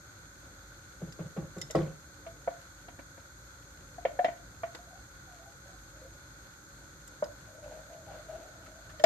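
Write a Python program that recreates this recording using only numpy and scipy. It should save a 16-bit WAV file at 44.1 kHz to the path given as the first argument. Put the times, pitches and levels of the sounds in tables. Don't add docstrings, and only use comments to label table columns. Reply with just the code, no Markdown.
import sys
import numpy as np
from scipy import signal
from scipy.fft import rfft, irfft
from scipy.io import wavfile

SR = 44100
rng = np.random.default_rng(int(sys.argv[2]) if len(sys.argv) > 2 else 0)


def dump_mix(stems):
    frames = np.atleast_2d(stems).T
    limited = np.clip(frames, -1, 1)
    pcm = np.round(limited * 32767).astype(np.int16)
    wavfile.write(sys.argv[1], SR, pcm)


N = 399105
TIME = np.arange(N) / SR
RING = TIME[:SR // 2]
LEFT_RIGHT = np.array([[1], [-1]])

# start in seconds, level in dB, ring in Hz, ring t60 in seconds,
# then in dB below or above the ring the lower mode and the chatter, contact brightness in Hz, clack in Hz,
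# clack and thud in dB, time until damped in seconds, left minus right in dB.
KNOCKS = [(1.7, -33, 603, 0.057, -6, -7, 2000, 2050, -20, -24, .015, 1),
          (2.263, -35, 666, .14, -18, -4, 4000, 2120, -19, -26, .06, 0),
          (2.475, -15, 688, 0.056, -3.5, -11.5, 1500, 2020, -26, -38, 0.022, -0.5),
          (2.883, -36, 706, .049, -15, -3, 4000, 1870, -18, -22, .02, 0),
          (2.990, -37.5, 687, 0.035, -1.5, -1.5, 2500, 1800, -19, 1, .02, 0),
          (3.176, -42.5, 685, .04, 1, -2, 2000, 1710, -12, -7, .02, 3),
          (3.982, -29, 705, 0.064, -18, -14, 1500, 1710, -27, -12, .03, 3),
          (4.051, -12, 690, 0.045, -0.5, -14, 3300, 2160, -19, -27, 0.016, 1),
          (4.190, -15.5, 716, .17, -0.5, -15.5, 2700, 1740, -14, -32, .033, 2),
          (4.244, -9, 683, 0.058, -12, -15, 4530, 1890, -23, -26, .011, -.5),
          (4.257, -16.5, 716, .06, -10, -16, 3000, 1980, -20, -31, .012, 1),
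          (4.283, -17.5, 666, 0.036, -26, -15.5, 2800, 1980, -23, -14, .011, 0),
          (4.633, -22, 677, 0.087, -18, -8, 2870, 1175, -14, -21, 0.034, -1),
          (4.747, -38.5, 626, .025, -9, 4, 1800, 2000, -7, -18, .02, 1),
          (7.224, -11, 592, 0.045, -35, -12.5, 1090, 1025, -22, -30, .03, 0.5),
          (8.997, -29, 595, 0.13, -13, -10, 3000, 1830, -33, -26, 0.051, -2),
          (9.039, 2, 650, 0.035, -32, -19, 6500, 1800, -28, -36, .03, 4)]
# start in seconds, level in dB, centre in Hz, metal ring in dB.
TICKS = [(1.122, -39, 5170, -9), (1.582, -41, 6500, -5), (1.614, -26.5, 5600, -2), (1.700, -42, 3300, -8),
         (1.708, -28, 6170, -12), (1.752, -31.5, 4970, -17), (4.245, -31, 3400, -11),
         (4.748, -34, 4270, -12), (7.075, -38.5, 7540, -10), (7.24, -36, 5200, -23),
         (8.996, -36.5, 3850, -9), (9.038, -15.5, 4800, -19)]
# start in seconds, thump in dB, wet slap in dB.
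SHAKES = [(1.019, -17.5, -41), (1.195, -17, -37.5), (1.37, -15, -34), (1.568, -20, -39.5)]
# frequency in Hz, level in dB, t60 in seconds.
POT_MODES = [(68, -18, 0.46), (153, -7.5, 0.43), (271, -24, .25), (338, -7, 0.18), (420.5, -4, 0.14),
             (534.4, -6.5, .28), (564, -0.5, 0.091), (662, -1, .06), (740, -8.5, .13), (1095, -13.5, .1),
             (1315, -17, .055), (2000, -17.5, 0.048)]
# frequency in Hz, level in dB, t60 in seconds.
TIN_MODES = [(2005, -0.5, 0.062), (2900, -17, .033), (3500, -6, .024), (3712, -13.5, 0.09),
             (5300, -9, 0.084), (5730, -15.5, 0.044), (7210, 0, 0.049), (11200, -14, .033)]
# frequency in Hz, nominal width in Hz, level in dB.
WALL = [(310, 190, -0.5), (970, 156, 4), (1467, 150, -1), (1813, 480, 1.5), (2185, 99, -4.5),
        (2680, 230, -10.5), (3050, 130, -6), (3470, 100, -9), (4830, 450, -11)]
# frequency in Hz, nominal width in Hz, level in dB.
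TICK_RESONANCES = [(1890, 50, 21.5), (3070, 730, 3), (4900, 240, 1), (7480, 1020, 0.5), (11700, 1600, -0.5)]
# frequency in Hz, nominal width in Hz, level in dB.
SLAP_RESONANCES = [(335, 46, 3), (402, 54, 4), (547, 48, 4), (714, 220, -9.5), (1050, 210, -18)]
# frequency in Hz, nominal width in Hz, level in dB.
CHURN = [(337, 110, 10.5), (540, 86, 1), (780, 98, -3), (1150, 240, -8), (1950, 460, -12),
         (3300, 1600, -19)]
# frequency in Hz, nominal width in Hz, level in dB.
DRAGGED_POT = [(599, 33, 12.5), (638, 74, 12), (730, 110, -7), (850, 97, -11)]
# start in seconds, length in seconds, level in dB, gurgle start in Hz, gurgle end in Hz.
STROKES = [(7.618, 0.068, -48.5, 594, 573), (7.699, 0.089, -50.5, 596, 629), (7.88, 0.081, -53.5, 703, 660),
           (8.066, 0.049, -53, 830, 727), (8.097, 0.096, -50, 630, 605), (8.279, 0.088, -47, 624, 654),
           (8.391, 0.065, -54, 668, 752), (8.656, 0.058, -58.5, 590, 640)]
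# start in seconds, level in dB, starting pitch in Hz.
SMACKS = [(7.64, -52, 1180), (8.128, -52, 1510), (8.66, -47, 1280), (8.893, -48.5, 1705), (8.9, -48, 1210)]
# start in seconds, level in dB, starting pitch in Hz.
BUBBLES = [(4.108, -42, 600), (4.790, -46.5, 700), (4.929, -46, 694), (5.657, -49, 560), (6.016, -48, 521),
           (6.048, -44.5, 531), (7.921, -43, 607)]
# start in seconds, length in seconds, level of a bubble in dB, middle pitch in Hz.
CLUSTERS = [(4.88, .08, -53.5, 687), (5.267, .22, -53.5, 704), (5.648, .1, -59, 697),
            (5.929, .13, -58, 603)]
# frequency in Hz, relative level per Hz in dB.
RUMBLE = [(25, -32), (38, -25), (51, 8.5), (66, 0.5), (115, 0), (160, -3.5), (235, -12), (305, -5.5),
          (410, -15), (490, -13.5), (555, -6.5), (640, -18.5), (770, -16.5), (1100, -21.5)]
BURNER = [(780, -14), (950, -12.5), (1200, -8.5), (1490, 3), (1700, -10), (2100, -14), (2350, -15.5),
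          (2700, -23), (3050, -21.5), (3450, -13.5), (3800, -17), (4250, -11), (5000, -20.5), (5500, -45)]
SIZZLE = [(4700, -25), (5200, -9), (5600, -16), (6150, -5), (6600, 0.5), (7050, -7.5), (7900, -12.5),
          (8450, -9), (9150, -26), (10400, -21.5), (11300, -14.5), (12500, -20.5), (13000, -7.5),
          (13300, -54)]
# frequency in Hz, correlation from -1 (opposite) to 1 (alike).
LIKENESS = [(100, 0.97), (300, 0.87), (600, 0.76), (1000, 0.0032), (1500, 0.16), (2400, -0.19),
            (3100, -0.68), (4000, 0.016), (6600, -0.21), (13000, 0.066)]

DAMP_S = 0.0028
AFTER_DB, AFTER_T60_S, AFTER_RATIO, AFTER_WIDTH_HZ = -34.5, 0.3, 0.98, 63
CLACK_S, CLACK_UPPER_RATIO, CLACK_UPPER_DB = 0.00271, 1.216, -19
CRACK_DB = -0.5
TICK_OCTAVES = 0.75
MODE_SCATTER_DB = 1.8
BUILD_CYCLES = 1.5

PLOP_S, PLOP_DB = 1.749, -16.5
THUMP_HZ, THUMP_T60_S, THUMP_SAG, SAG_S, THUMP_SWELL_S = 195.6, 0.069, 0.33, 0.052, 0.015
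SHUDDER_DB = -24
SLAP_LEAD_S, SLAP_SWELL_S, SLAP_RING_DB, SLAP_NOISE_DB = 0.01, 0.0079, -1, -1
SPRAY_HZ, SPRAY_WIDTH_HZ, SPRAY_DB = 1700, 1000, -18
REBOUND_S, REBOUND_DB, REBOUND_HZ, REBOUND_SLAP_DB = 0.056, -5.5, 161, -10.5
HEAVE_COUNT, HEAVE_LAG_S, HEAVE_GAP_S = 3, 0.011, 0.053
HEAVE_DB, HEAVE_SLAP_DB, HEAVE_HZ, HEAVE_T60_S = -16.5, -30.5, 206.4, 0.088
HEAVE_STEP_DB, HEAVE_PITCH_RATIO, HEAVE_LENGTH_RATIO = -6.5, 0.94, 1.32
CHURN_DB, CHURN_T60_S = -29, 0.3
DROP_COUNT, DROP_SPAN_S, DROP_LOW_HZ, DROP_HIGH_HZ, DROP_CYCLES = 90, 0.17, 973, 3620, 35
DROP_DB, DROP_DB_PER_S, DROP_SPREAD_DB = -33, -90, 14

STROKE_ATTACK_S, STROKE_RELEASE_S = 0.023, 0.031
DRAG_START_S, DRAG_LENGTH_S, DRAG_DB, DRAG_DB_PER_S = 7.46, 1.6, -56.5, -3.8
STIR_MIDDLE_S, STIR_RISE_PER_S, SCRAPE_DB = 8.0, 0.05, -3.5
SQUELCH_HZ, SQUELCH_WIDTH_HZ, SQUELCH_DB = 740, 120, -12.5
WET_HZ, WET_WIDTH_HZ, WET_DB = 1800, 1400, -18.5
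WASH_HZ, WASH_WIDTH_HZ, WASH_DB, WASH_PEAK_S, WASH_SPAN_S = 385, 110, -62.5, 8.38, 0.12
GURGLE_DB, GURGLE_WOBBLE, GURGLE_FLUTTER_DB = 1, 0.025, 1.5

CLUSTER_BUBBLES_PER_S, CLUSTER_PITCH_SPREAD, CLUSTER_SPREAD_DB = 43, 0.118, 2.5
TOP_HZ = 13300


def knocks():
    out = np.zeros((2, N))
    port_phase = 0.38 * LEFT_RIGHT
    for (s, db, hz, t60, lower_db, wall_db, bright_hz,
         clack_hz, clack_db, thud_db, free_s, pan_db) in KNOCKS:
        hollow = fade(t60) * np.sin(2 * np.pi * hz * RING + port_phase)
        hollow += undb(lower_db) * fade(0.068) * np.sin(2 * np.pi * hz * 0.804 * RING)
        hollow *= swell(0.0035) * np.exp(-np.maximum(RING - free_s, 0) / DAMP_S)

        after = unit(resonate(noise(), [(hz * AFTER_RATIO, AFTER_WIDTH_HZ, 0)]))
        after *= undb(AFTER_DB) * fade(AFTER_T60_S) * swell(0.008)

        thud = np.sin(2 * np.pi * 270 * RING + port_phase) * fade(0.032) * swell(0.0019)

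        chatter = unit(resonate(noise(2), WALL))
        chatter = signal.lfilter(*signal.butter(3, min(bright_hz, SR / 3), fs=SR), chatter)
        chatter *= (fade(0.027) + undb(-13.5) * fade(0.16)) * swell(0.0028)

        knock = hollow + after + undb(thud_db) * thud
        knock += undb(clack_db) * clack(clack_hz) + undb(wall_db) * chatter
        add(out, s, knock * undb(db + pan_db / 2 * LEFT_RIGHT))
    return out


def clack(hz):
    envelope = (RING / CLACK_S * np.exp(1 - RING / CLACK_S)) ** 2
    phase = 2 * np.pi * hz * (RING - CLACK_S) + 0.7 * LEFT_RIGHT
    return envelope * (np.sin(phase) + undb(CLACK_UPPER_DB) * np.sin(CLACK_UPPER_RATIO * phase))


def ticks():
    out = np.zeros((2, N))
    for s, db, hz, ring_db in TICKS:
        crack = unit(band(resonate(noise(2), TICK_RESONANCES), hz, 0.25 * hz)) * fade(0.028)
        modes = []
        for mode_hz, level, t60 in TIN_MODES:
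            octaves_away = np.log2(mode_hz / hz)
            level -= 10 * np.log10(1 + (octaves_away / TICK_OCTAVES) ** 2)
            modes.append((mode_hz, level, t60))
        tick = undb(CRACK_DB) * crack + undb(ring_db) * ring(modes, 0.0044)
        add(out, s, undb(db) * tick * swell(0.0023))
    return out


def ring(modes, scatter):
    out = 0
    for hz, db, t60 in modes:
        detune, strength, skew, start = rng.standard_normal(4)
        phase = start + skew * min(hz / 1500, 1) * LEFT_RIGHT
        envelope = fade(t60) * swell(BUILD_CYCLES / hz)
        note = np.sin(2 * np.pi * hz * (1 + scatter * detune) * RING + phase)
        out = out + undb(db + MODE_SCATTER_DB * strength) * envelope * note
    return out


def paste():
    out = np.zeros((2, N))
    for s, db, slap_db in SHAKES:
        out += slosh(s, db, slap_db, THUMP_HZ, THUMP_T60_S)
        out += slosh(s + REBOUND_S, db + REBOUND_DB, slap_db + REBOUND_SLAP_DB, REBOUND_HZ, THUMP_T60_S)
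    plop = sum(heaving(ring([mode], 0.0017)) for mode in POT_MODES)
    add(out, PLOP_S, undb(PLOP_DB) * plop)
    for k in range(HEAVE_COUNT):
        s = PLOP_S + HEAVE_LAG_S + k * HEAVE_GAP_S
        hz, t60 = HEAVE_HZ * HEAVE_PITCH_RATIO ** k, HEAVE_T60_S * HEAVE_LENGTH_RATIO ** k
        out += undb(k * HEAVE_STEP_DB) * slosh(s, HEAVE_DB, HEAVE_SLAP_DB, hz, t60)
    return out


def slosh(s, db, slap_db, hz, t60):
    out = np.zeros((2, N))
    wobble = unit(band(noise(), 41, 71))
    pitch = hz * (1 - THUMP_SAG * swell(SAG_S) + 0.1 * wobble)
    thump = np.sin(2 * np.pi * np.cumsum(pitch) / SR) * fade(t60) * (1 - np.exp(-(RING / THUMP_SWELL_S) ** 2))
    shudder = unit(band(band(noise(), 110, 130), 110, 200)) * fade(0.26) * swell(0.012)
    add(out, s, undb(db) * (thump + undb(SHUDDER_DB) * shudder))

    splat = noise() + 0.5 * noise(2)
    slap = undb(SLAP_NOISE_DB) * unit(resonate(splat, SLAP_RESONANCES)) * fade(0.21)
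    slap += undb(SLAP_RING_DB) * ring(POT_MODES, 0.0098)
    spray = unit(resonate(noise(2), [(SPRAY_HZ, SPRAY_WIDTH_HZ, 0)]))
    slap += undb(SPRAY_DB) * spray * fade(0.15)
    slap *= 1 - np.exp(-(RING / SLAP_SWELL_S) ** 2)
    add(out, s - SLAP_LEAD_S, undb(slap_db) * slap)
    return out


def heaving(x, bend=0.03, flutter_db=4.0, rate_hz=28):
    pitch, size = (unit(band(band(noise(), rate_hz, 1.5 * rate_hz), rate_hz, 2 * rate_hz)) for _ in range(2))
    onset = 1 - fade(0.22)
    bent_time = np.cumsum(1 + bend * onset * pitch) / SR
    bent = np.array([np.interp(bent_time, RING, side) for side in x])
    return bent * undb(flutter_db * onset * (np.clip(size, -2, 2) - 0.5))


def splash():
    out = np.zeros((2, N))
    for when, pitch, size, side in rng.random((DROP_COUNT, 4)):
        delay = DROP_SPAN_S * when ** 2
        hz = DROP_LOW_HZ * (DROP_HIGH_HZ / DROP_LOW_HZ) ** pitch
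        pop = np.sin(2 * np.pi * hz * RING + 3 * (side - 0.5) * LEFT_RIGHT)
        pop *= fade(DROP_CYCLES / hz) * swell(1 / hz)
        level = undb(DROP_DB + DROP_DB_PER_S * delay - DROP_SPREAD_DB * size)
        add(out, PLOP_S + delay, level * pop * np.sqrt(DROP_LOW_HZ / hz))
    return out


def churn():
    out = np.zeros((2, N))
    tearing = grains(900, 2.6) + 0.5 * np.array([grains(900, 2.6) for _ in range(2)])
    body = unit(resonate(tearing, CHURN))[:, :len(RING)]
    add(out, PLOP_S, undb(CHURN_DB) * body * fade(CHURN_T60_S) * swell(0.0071))
    return out


def stirring():
    slips = grains(700, 2.2) + 0.6 * np.array([grains(650, 1.0) for _ in range(2)])
    body = unit(resonate(slips, DRAGGED_POT)) + undb(-15.5) * unit(band(slips, 1400, 1500))
    bend = 0.0253 * unit(band(band(rng.standard_normal(N), 3.0, 4.1), 2.93, 5.2))
    bent_time = np.cumsum(1 + bend + STIR_RISE_PER_S * (TIME - STIR_MIDDLE_S)) / SR
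    body = np.array([np.interp(bent_time, TIME, side) for side in body])

    squelch = unit(resonate(grains(1500, 1.5), [(SQUELCH_HZ, SQUELCH_WIDTH_HZ, 0)]))
    wet = np.array([resonate(grains(600, 2.0), [(WET_HZ, WET_WIDTH_HZ, 0)]) for _ in range(2)])
    drag = push(DRAG_START_S, DRAG_LENGTH_S) * undb(DRAG_DB + DRAG_DB_PER_S * (TIME - DRAG_START_S))
    effort = sum(undb(db) * push(start, length) for start, length, db, _, _ in STROKES)

    scrape = body * np.hypot(drag, undb(SCRAPE_DB) * effort)
    sauce = (undb(SQUELCH_DB) * squelch + undb(WET_DB) * unit(wet)) * effort
    return (wash() + scrape + sauce) * undb(LEFT_RIGHT)


def wash():
    water = unit(resonate(rng.standard_normal(N), [(WASH_HZ, WASH_WIDTH_HZ, 0)]))
    return undb(WASH_DB) * water / (1 + ((TIME - WASH_PEAK_S) / WASH_SPAN_S) ** 2)


def push(start, length):
    rise = np.clip((TIME - start) / STROKE_ATTACK_S, 0, 1)
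    return rise * np.exp(-np.maximum(TIME - start - length, 0) / STROKE_RELEASE_S)


def gurgles():
    out = 0
    wobble, flutter = (unit(band(band(rng.standard_normal(N), 23.0, 40), 24, 60)) for _ in range(2))
    for start, length, db, from_hz, to_hz in STROKES:
        glide = np.interp(TIME, [start, start + length + STROKE_RELEASE_S], [from_hz, to_hz])
        hz = glide * (1 + GURGLE_WOBBLE * wobble)
        out = out + undb(db) * push(start, length) * np.sin(2 * np.pi * np.cumsum(hz) / SR)
    return out * undb(GURGLE_DB + GURGLE_FLUTTER_DB * flutter + LEFT_RIGHT)


def smacks():
    out = np.zeros((2, N))
    for s, db, hz in SMACKS:
        note = np.sin(2 * np.pi * hz * (RING + 1.2 * RING ** 2) + 0.6 * LEFT_RIGHT)
        spray = unit(band(noise(2), 2000, 1600))
        add(out, s, undb(db) * (note + undb(-3.5) * spray) * fade(0.075) * swell(0.0022))
    return out


def bubbles(count=40):
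    out = np.zeros((2, N))
    for s, db, hz in BUBBLES:
        add(out, s, undb(db) * bubble(hz))
    for start, length, db, hz in CLUSTERS:
        for k, (early, pitch, size, side) in enumerate(rng.uniform(-0.995, 1, (count, 4))):
            delay = (k + early / 2) / CLUSTER_BUBBLES_PER_S
            if delay < length:
                pop = bubble(hz * (1 + CLUSTER_PITCH_SPREAD * pitch))
                pop = undb(db + CLUSTER_SPREAD_DB * size) * pop
                add(out, start + delay, pop * (1 + 0.5 * side * LEFT_RIGHT))
    crackle = np.array([band(grains(22, 0.97), 2300, 2250) for _ in range(2)])
    return out + undb(-72.5) * unit(crackle)


def bubble(hz):
    return np.sin(2 * np.pi * hz * (RING + 0.3 * RING ** 2)) * fade(0.18) * swell(0.0012)


def stove():
    return steady(RUMBLE, -55.0, 1.2) + steady(BURNER, -56, 1.0) + steady(SIZZLE, -59.5, 0.23)


def steady(spectrum, db, flicker_db):
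    log_hz = np.log(np.arange(N // 2 + 1) * SR / N + 1)
    colour, alike = (np.interp(log_hz, np.log(np.array(t)[:, 0]), np.array(t)[:, 1])
                     for t in (spectrum, LIKENESS))
    below = np.maximum(np.log(spectrum[0][0]) - log_hz, 0)
    above = np.maximum(log_hz - np.log(spectrum[-1][0]), 0)
    gain = undb(colour - 60 * (below + above))
    alike = np.clip(alike, -1, 1)
    mid, side = (irfft(rfft(rng.standard_normal(N)) * gain * np.sqrt(1 + sign * alike), N)
                 for sign in (1, -1))
    flicker = np.interp(TIME, np.linspace(0, N / SR, num=120), rng.standard_normal(size=120))
    return unit(np.array([mid + side, mid - side])) * undb(db + flicker_db * flicker)


def kitchen(x, t60=0.38, room_db=-16, echo_s=0.0062, echo_db=-11):
    tail = band(noise(2), 670, 8200) * fade(t60) * swell(0.0023)
    tail /= np.sqrt(np.sum(tail ** 2, axis=1, keepdims=True))
    echo = np.array([np.interp(TIME - echo_s, TIME, c, left=0) for c in x])
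    return x + undb(echo_db) * echo + undb(room_db) * signal.fftconvolve(x, tail, axes=1)[:, :N]


def undb(db):
    return 10 ** (np.asarray(db) / 20)


def unit(x):
    return x / np.sqrt(np.mean(x ** 2))


def noise(channels=None):
    return rng.standard_normal(len(RING) if channels is None else (channels, len(RING)))


def fade(t60):
    return np.exp(-np.log(1000) * RING / t60)


def swell(seconds):
    return 1 - np.exp(-RING / seconds)


def band(x, hz, width):
    centre = min(hz, SR / 3)
    return signal.lfilter(*signal.iirpeak(centre, hz / min(width, SR / 4), fs=SR), x)


def resonate(x, modes):
    return sum(undb(db) * band(band(x, hz, 1.11 * width), hz, 4 * width) for hz, width, db in modes)


def grains(rate, spread_db):
    struck = rng.random(N) < rate / SR
    size = undb(spread_db * np.minimum(rng.exponential(size=N), 4))
    return struck * rng.choice([-1, 1], N) * size


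def add(out, s, sound):
    i = int(s * SR)
    out[:, i:i + sound.shape[-1]] += sound[..., :max(N - i, 0)]


def scene():
    spatula = knocks() + ticks() + stirring() + gurgles() + smacks()
    sauce = paste() + splash() + churn() + bubbles()
    return kitchen(spatula + sauce) + stove()


def record(dry):
    return signal.sosfilt(signal.ellip(10, 0.2, 70, TOP_HZ, fs=SR, output="sos"), dry)


dry = scene()
out = record(dry)
dump_mix(out)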